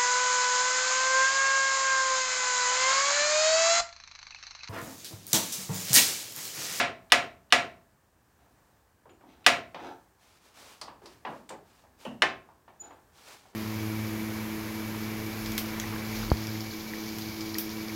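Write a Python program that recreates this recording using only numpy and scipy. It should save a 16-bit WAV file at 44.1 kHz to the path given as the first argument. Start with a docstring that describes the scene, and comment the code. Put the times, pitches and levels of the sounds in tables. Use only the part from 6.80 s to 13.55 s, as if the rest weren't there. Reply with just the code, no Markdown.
"""Hard steel blows clack on a log clamp and ring through the frame of a small, idle sawmill.
Between them, as a man sets the clamp, loose parts knock and clink, its bar scrapes in quick slips
and squeaks, and his jacket rustles as he shifts. The walls of a wooden shed answer the steel,
over a faint outdoor hush."""
import sys
import numpy as np
from scipy import signal
from scipy.fft import rfft, irfft, next_fast_len
from scipy.io import wavfile
from scipy.ndimage import uniform_filter1d, map_coordinates

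SR = 44100
rng = np.random.default_rng(int(sys.argv[2]) if len(sys.argv) > 2 else 0)


def put_to_file(sound):
    """Save the sound as 16-bit audio at rate SR, in the file named by the first command-line argument."""
    columns = np.atleast_2d(sound).T  # one column per channel
    safe = np.clip(columns, -1, 1)
    whole_steps = np.round(safe * 32767)
    wavfile.write(sys.argv[1], SR, whole_steps.astype(np.int16))


N = 297675
RING_SAMPLES = SR * 3 // 4

# Blows: (time [s], gain [dB], low-pass [Hz], frame gain [dB], spot [0 head, 1 side])
BLOW_HITS = [(-0.025, 1, 7000, 1.5, 0.094), (0.3205, 2.5, 12000, -.5, 0.027), (0.724, 0.5, 9000, 1.5, 0),
             (2.6637, 1, 13830, 1.5, 0), (5.4206, -1, 2410, 0, 1)]
# Clamp modes: (frequency [Hz], level [dB], t60 [s])
CLAMP_MODES = [(637.3, -14, .03), (980, -9.5, 0.032), (1223, -8.5, 0.032), (1589, -5, .025),
               (1973, -8, 0.073), (2480, -6.5, .02), (2910, 1.5, .02), (3606, -3.5, 0.032),
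               (4240, -9, 0.028), (4910, -9.5, 0.012), (5400, -5.5, .022), (8020, -15.5, 0.017),
               (10060, -12.5, 0.023), (10650, -22, .016)]
# Frame modes: (frequency [Hz], level hit on head [dB], level hit on side [dB], t60 [s])
FRAME_MODES = [(243, -11, -21, .38), (308.7, -11, -6, .28), (381.2, -16.5, -10, 0.44),
               (570.4, -10.5, -18, 0.4), (658.3, -8, -12, 0.51), (688.6, -0.5, -13.5, 0.33),
               (713.5, -2.5, -11, 0.38), (758, -5.5, -12.5, 0.28), (860, -11.5, -3, 0.17),
               (1038, -9.5, -3.5, 0.29), (1068, -11.5, -7.5, 0.42), (1179, -7, -7, 0.22),
               (1348, -9, -13.5, 0.37), (1544, -5.5, -5.5, 0.25), (1714, 2, -1, .22),
               (1773, -6.5, 3.5, .22), (1850, -4, -6, 0.11), (1935, -4, -5.5, 0.3), (2140, -11.5, 0, .24),
               (2330, -5, -6.5, 0.12), (2470, -2.5, -9.5, .24), (2602, -2.5, -1, 0.27),
               (2845, -5.5, -6.5, 0.27), (3030, -14.5, -2.5, 0.26), (3115, -6.5, -5.5, 0.17),
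               (3373, -7, -15.5, 0.24), (3610, -6.5, -12, 0.16), (3770, -8.5, -7, 0.2),
               (4050, -9.5, -16, 0.18), (5410, -12, -10.5, 0.18)]
# Bare steel contact: (frequency [Hz], relative density [dB])
CRACK_SPECTRUM = [(40, -58.5), (300, -26), (1000, -6), (3000, 0), (5400, -1.5), (6500, -10.5), (11000, -12),
                  (13000, -21.5)]
# Diffuse frame clang: (frequency [Hz], relative density [dB])
CLANG_SPECTRUM = [(30, -50), (65, -19.5), (190, -18.5), (255, -15), (480, -10), (720, -2.5), (950, -9),
                  (1600, -4.5), (2650, -3.5), (3400, -8.5), (5400, -13.5), (7000, -17), (10200, -23.5),
                  (12000, -33.5), (16000, -35)]


def blows(clack_db=-7, crack_db=-15, crack_t60_s=0.048, ring_db=-25, clang_db=-19,
          attack_s=0.00022, build_s=0.0023, clack_highpass_hz=400, fresh_gain=0.23, scatter_db=1):
    """Steel on steel: the clamp clacks, the frame rings. 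Same parts, so the blows sound much alike."""
    out, t = np.zeros(N), np.arange(RING_SAMPLES) / SR
    clamp_hz, clamp_db, clamp_t60 = np.transpose(CLAMP_MODES)
    frame_hz, head_db, side_db, frame_t60 = np.transpose(FRAME_MODES)
    clamp = damped_modes(clamp_hz, clamp_t60)
    frame = damped_modes(frame_hz, frame_t60)
    head_clang = modal_noise(CLANG_SPECTRUM)
    highpass = signal.butter(2, clack_highpass_hz, "high", fs=SR)  # the clack carries little bass

    def struck(modes, db):
        return amp(db + scatter_db * rng.standard_normal(len(modes))) @ modes

    for start, db, lowpass_hz, frame_db, spot in BLOW_HITS:
        clack = amp(clack_db) * struck(clamp, clamp_db)
        clack += amp(crack_db) * modal_noise(CRACK_SPECTRUM) * 1000 ** (-t / crack_t60_s)
        clack = signal.lfilter(*highpass, clack * (1 - np.exp(-t / attack_s)))
        tones = struck(frame, head_db + spot * (side_db - head_db))
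        diffuse = unit_rms((1 - spot) * head_clang + fresh_gain * modal_noise(CLANG_SPECTRUM))
        clang = amp(frame_db) * (amp(clang_db) * yard_decay(diffuse) + amp(ring_db) * tones)
        blow = clack + frame_spread(clang, build_s)
        lowpass = signal.butter(1, lowpass_hz, fs=SR)  # a softer contact lasts longer, loses treble
        add(out, start, amp(db) * signal.lfilter(*lowpass, blow))
    return out


# Clamp on frame: (time [s], body level [dB], low-pass [Hz], ring pitch [Hz], ring level [dB])
KNOCK_HITS = [(2.256, -52.5, 1310, 430, -59.5), (2.294, -56, 3000, 347, -53.5),
              (2.409, -56, 2500, 298, -56), (2.439, -55, 1200, 280, -52), (2.945, -37, 4960, 905, -42),
              (2.992, -44.5, 3000, 784, -48), (4.013, -43.5, 2200, 1060, -44.5),
              (4.078, -44, 2470, 1006, -45.5), (4.218, -53.5, 1790, 382, -47.5),
              (4.257, -50.5, 2800, 350, -52.5), (4.450, -34.5, 3550, 1030, -37.5),
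              (4.471, -33.5, 1510, 295, -45), (4.528, -43.5, 1300, 219.4, -55),
              (4.702, -37, 1400, 372, -44), (5.037, -56.5, 1500, 800, -61),
              (5.252, -38.5, 2000, 577, -39.5), (5.263, -40.5, 900, 233, -35),
              (5.688, -55.5, 1792, 970, -55.5), (5.879, -50.5, 3000, 756, -54),
              (6.107, -49.5, 2600, 940, -52.5), (6.655, -57, 1300, 800, -62.5),
              (6.732, -63, 2500, 344, -47)]
# Knock body: (frequency [Hz], relative density [dB])
KNOCK_SPECTRUM = [(35, -41.5), (110, -15.5), (250, -6.5), (450, -6.5), (650, -2), (950, -2), (1350, -9),
                  (3300, -15), (6000, -26.5), (11000, -40), (16000, -48)]


def knocks(ring_width_ratio=0.22):
    """Loose parts meet the frame: softer contacts are duller, each spot has its own blurred pitch."""
    out = np.zeros(N)
    for start, db, lowpass_hz, ring_hz, ring_db in KNOCK_HITS:
        thud = filtered(modal_noise(KNOCK_SPECTRUM), lambda hz: (1 + (hz / lowpass_hz) ** 4) ** -0.5)
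        body = amp(db) * unit_rms(thud) + amp(ring_db) * resonant_noise(ring_hz, ring_width_ratio)
        add(out, start, tap(body, contact_db=1.5, contact_t60_s=0.017, attack_s=0.00073))
    return out


# Small parts: (time [s], ring level [dB], ring pitch [Hz], ring width [ratio], tick level [dB])
CLINK_HITS = [(2.293, -64.5, 2800, .2, -76), (4.013, -42, 4680, 0.16, -45), (4.257, -51, 4700, .2, -55.5),
              (4.691, -53, 7700, 0.067, -46), (5.251, -43.5, 2850, 0.078, -55)]
# Clink contact: (frequency [Hz], relative density [dB])
TICK_SPECTRUM = [(100, -33), (1000, 0), (3300, 0), (6000, -1.5), (9000, -3), (11000, -16), (16000, -20)]


def clinks(play_lead_s=0.02, play_db=-51, play_hz=3021, play_width_ratio=0.32):
    """Small steel parts touch: a bright tick and one blurred ring."""
    out, bodies = np.zeros(N), []
    for start, ring_db, hz, width_ratio, tick_db in CLINK_HITS:
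        ring = amp(ring_db) * resonant_noise(hz, width_ratio)
        bodies.append((start, ring + amp(tick_db) * modal_noise(TICK_SPECTRUM)))
    # the loose clamp takes up its play just before each blow on its head
    for start, *_, spot in BLOW_HITS:
        tick = (1 - spot) * amp(play_db) * resonant_noise(play_hz, play_width_ratio)
        bodies.append((start - play_lead_s, tick))
    for start, body in bodies:
        add(out, start, tap(body, contact_db=2, contact_t60_s=0.025, attack_s=0.001))
    return out


# Bar slides: (time [s], length [s], judder level [dB], relative rasp level [dB])
BAR_SLIDES = [(1.549, 0.11, -68.5, -74), (2.443, 0.24, -64, -61), (2.967, 0.15, -44, -49.5),
              (5.984, .14, -52.5, -59.5)]
# Bar resonances: (frequency [Hz], width [Hz], level [dB])
BAR_MODES = [(345, 81, -1.5), (540, 200, -4.5), (696, 177, -2), (898, 74, -0.5), (1355, 260, -10.5),
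             (1704, 270, -13)]
# Bar rasp: (frequency [Hz], relative density [dB])
RASP_SPECTRUM = [(1000, -29), (1900, -1.5), (2800, -1.5), (3100, -5), (4000, -1.5), (4650, -12.5),
                 (5050, -6.5), (5450, -20.5), (5850, -3.5), (6200, -14), (8000, -23.5), (12000, -34.5),
                 (16000, -48.5)]


def scrapes(slip_hz=85, jitter=0.15, scatter_db=2.5, direct_gain=14, rasp_db=-1, rasp_fade_db_per_s=56):
    """The clamp bar slides in quick, uneven slips that shake its resonances; the rasp fades as it moves."""
    def bar_response(hz):
        return sum((-1) ** k * amp(db) * 1j * hz * width / (centre ** 2 - hz ** 2 + 1j * hz * width)
                   for k, (centre, width, db) in enumerate(BAR_MODES))

    slip_count = np.floor(np.cumsum(slip_hz * np.exp(jitter * wobble(120))) / SR)
    slips = np.diff(slip_count, prepend=0) * amp(scatter_db * rng.standard_normal(N))
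    yard_impulse = yard_decay(rng.standard_normal(RING_SAMPLES))
    drive = direct_gain * slips + signal.fftconvolve(slips, yard_impulse)[:N]
    judder_env, rasp_env, t = np.zeros(N), np.zeros(N), np.arange(N) / SR
    for start, length, judder_db, slide_rasp_db in BAR_SLIDES:
        speed = stroke(start, length, attack_s=0.079, t60_s=0.35)
        judder_env += speed * amp(judder_db)
        rasp_env += speed * amp(rasp_db + slide_rasp_db - rasp_fade_db_per_s * np.maximum(t - start, 0))
    judder = unit_rms(filtered(drive, bar_response))
    rasp = unit_rms(coloured(drive, RASP_SPECTRUM))
    return judder_env * judder + rasp_env * rasp


# Clamp squeaks: (time [s], pitch [Hz], level [dB], length [s])
CLAMP_SQUEAKS = [(2.295, 7000, -67, 0.03), (5.997, 6960, -38.5, 0.031)]
# Wall echoes: (delay [s], gain [dB])
WALL_ECHOES = [(0.035, -8), (0.061, -16), (.093, -25), (.124, -31.5)]


def squeaks(octave_db=-30, tail_db=-20, tail_width_ratio=0.012):
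    """Thin, very high squeaks that flutter between the walls."""
    out, t = np.zeros(N), np.arange(RING_SAMPLES) / SR
    for start, hz, db, length in CLAMP_SQUEAKS:
        phase = 2 * np.pi * hz * t
        progress = np.minimum(t / length, 1)
        peep = np.sin(np.pi * progress) * (np.sin(phase) + amp(octave_db) * np.sin(2 * phase))
        for delay, echo_db in [(0, 0), *WALL_ECHOES]:
            add(out, start + delay, amp(db + echo_db) * peep)
        tail = yard_decay(resonant_noise(hz, tail_width_ratio)) * progress
        add(out, start, amp(db + tail_db) * tail)
    return out


# Moves of arm or back: (time [s], length [s], level [dB])
JACKET_RUBS = [(3.359, 0.2, -63), (3.575, 0.11, -61), (3.708, 0.22, -53), (4.19, 0.14, -61),
               (4.43, 0.15, -63.5), (4.816, .19, -65.5), (5.164, 0.05, -50.5), (6.305, 0.14, -57.5),
               (6.419, 0.11, -50), (6.576, 0.13, -64.5)]
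# Cloth friction: (frequency [Hz], relative density [dB])
CLOTH_SPECTRUM = [(120, -46), (200, -18), (245, -4.5), (416, -4), (696, -2.5), (806, 0), (2020, -7),
                  (2210, -4.5), (2650, -6), (5520, -8), (16000, -21)]


def jacket(grain_db=1.0, grain_hz=270):
    """Cloth rubs on cloth in strokes of fine, uneven hiss."""
    rubs = [amp(db) * stroke(start, length, attack_s=0.088, t60_s=0.42)
            for start, length, db in JACKET_RUBS]
    envelope = np.linalg.norm(rubs, axis=0)  # overlaps add in power
    hiss = coloured(rng.standard_normal(N), CLOTH_SPECTRUM)
    return envelope * unit_rms(hiss * amp(grain_db * wobble(grain_hz)))


# Outdoor air: (frequency [Hz], relative density [dB])
HUSH_SPECTRUM = [(20, -17.5), (35, -4.5), (55, 0), (80, -1), (130, -5.5), (300, -9.5), (520, -13),
                 (700, -12), (1100, -13), (1450, -17.5), (1700, -14.5), (2050, -22.5), (3500, -27.5),
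                 (8000, -27), (11500, -31.5), (14500, -27), (16000, -30)]


def hush(level_db=-64.5, drift_db=1.8, drift_hz=3.2):
    """Still outdoor air; the level drifts slightly."""
    gain = amp(level_db - drift_db * wobble(drift_hz))
    return gain * unit_rms(coloured(rng.standard_normal(N), HUSH_SPECTRUM))


# Yard reverberation: (frequency [Hz], t60 [s])
YARD_T60 = [(80, 0.83), (210, 0.58), (560, 0.37), (1470, 0.33), (3880, 0.28), (10200, .2), (15000, 0.27)]


def yard_decay(x):
    """Each frequency of x dies away at the yard's rate."""
    hz, t, bins = signal.stft(x, SR, nperseg=256)
    decay = 1000 ** (-t / log_interp(YARD_T60, hz)[:, None])
    return signal.istft(bins * decay, SR, nperseg=256)[1][:len(x)]


def tap(body, contact_db, contact_t60_s, attack_s, tail_db=-3):
    """A short contact, then the answer of frame and walls."""
    t = np.arange(RING_SAMPLES) / SR
    contact = amp(contact_db) * body * 1000 ** (-t / contact_t60_s)
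    return frame_spread(contact + amp(tail_db) * yard_decay(body), attack_s)


def frame_spread(x, treble_rise_s, bass_rise_s=0.012, crossover_hz=400):
    """Slow bending waves cross the frame later, so the bass swells after the treble."""
    t = np.arange(RING_SAMPLES) / SR
    bass = filtered(x, lambda hz: 1 / (1 + (hz / crossover_hz) ** 6))
    treble = x - bass
    return treble * (1 - np.exp(-t / treble_rise_s)) + bass * (1 - np.exp(-(t / bass_rise_s) ** 2))


def damped_modes(hz, t60_s, blur_hz=5):
    """Unit-amplitude modes, one per row; phases wander as wall echoes mix in."""
    t = np.arange(RING_SAMPLES) / SR
    walk = np.cumsum(rng.standard_normal((len(hz), RING_SAMPLES)), axis=1)
    wander = uniform_filter1d(walk * np.sqrt(2 * np.pi * blur_hz / SR), size=300, axis=1)
    phase = 2 * np.pi * (hz[:, None] * t + rng.random((len(hz), 1)))
    return 1000 ** (-t / t60_s[:, None]) * np.sin(phase + wander)


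def modal_noise(spectrum, spacing_hz=110, ripple_db=3):
    """Coloured noise, rms 1, with the random peaks and gaps of crowded modes."""
    knots = rng.standard_normal(SR // spacing_hz)

    def response(hz):
        ripple = hz / (hz + 1000) * map_coordinates(knots, [hz / spacing_hz])
        return amp(log_interp(spectrum, hz) + ripple_db * ripple)

    return unit_rms(filtered(rng.standard_normal(RING_SAMPLES), response))


def resonant_noise(centre_hz, width_ratio):
    """Noise in one blurred resonance, rms 1; width is relative to the centre."""
    white = rng.standard_normal(RING_SAMPLES)
    return unit_rms(filtered(white, lambda hz: 1 / (1 + ((hz / centre_hz - 1) / width_ratio) ** 2)))


def stroke(start_s, length_s, attack_s, t60_s):
    """Envelope of a sliding move: gathers speed, holds, dies away."""
    t = np.arange(N) / SR - start_s
    rise = np.sin(np.pi / 2 * np.clip(t / attack_s, 0, 1)) ** 2
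    return rise * 1000 ** (-np.maximum(t - length_s, 0) / t60_s)


def wobble(rate_hz):
    """Smooth random curve, rate_hz knots per second."""
    knots = rng.standard_normal(int(N * rate_hz / SR) + 4)
    return map_coordinates(knots, [np.arange(N) * rate_hz / SR])


def filtered(x, response):
    """Apply a frequency response to x."""
    size = next_fast_len(len(x) + 4096, real=True)
    return irfft(rfft(x, size) * response(np.fft.rfftfreq(size, 1 / SR)), size)[:len(x)]


def coloured(x, spectrum):
    """Shape x by (frequency [Hz], gain [dB]) points."""
    return filtered(x, lambda hz: amp(log_interp(spectrum, hz)))


def log_interp(points, hz):
    """Read (frequency [Hz], value) points on a log axis."""
    point_hz, values = np.transpose(points)
    return np.interp(np.log(hz + 1), np.log(point_hz + 1), values)


def amp(db):
    return 10 ** (np.asarray(db) / 20)


def unit_rms(x):
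    return x / np.sqrt(np.mean(x ** 2) + 1e-20)


def add(track, start_s, sound):
    """Mix a sound in, cropped to the track."""
    start = round(start_s * SR)
    part = sound[max(-start, 0):len(track) - start]
    track[max(start, 0):][:len(part)] += part


def scene():
    """All sources, mono."""
    return (blows() + knocks() + clinks() + scrapes() + squeaks() + jacket() + hush())[None]


def record(dry, highpass_hz=50, ceiling=0.95, lowpass_hz=16100):
    """Microphone: thins deep bass, rounds peaks, limits bandwidth."""
    thinned = signal.lfilter(*signal.butter(3, highpass_hz, "high", fs=SR), dry[0])
    rounded = thinned / (1 + np.abs(thinned / ceiling) ** 6) ** (1 / 6)
    return filtered(rounded, lambda hz: 1 / (1 + (hz / lowpass_hz) ** 120))[None]


dry = scene()
out = record(dry)
put_to_file(out)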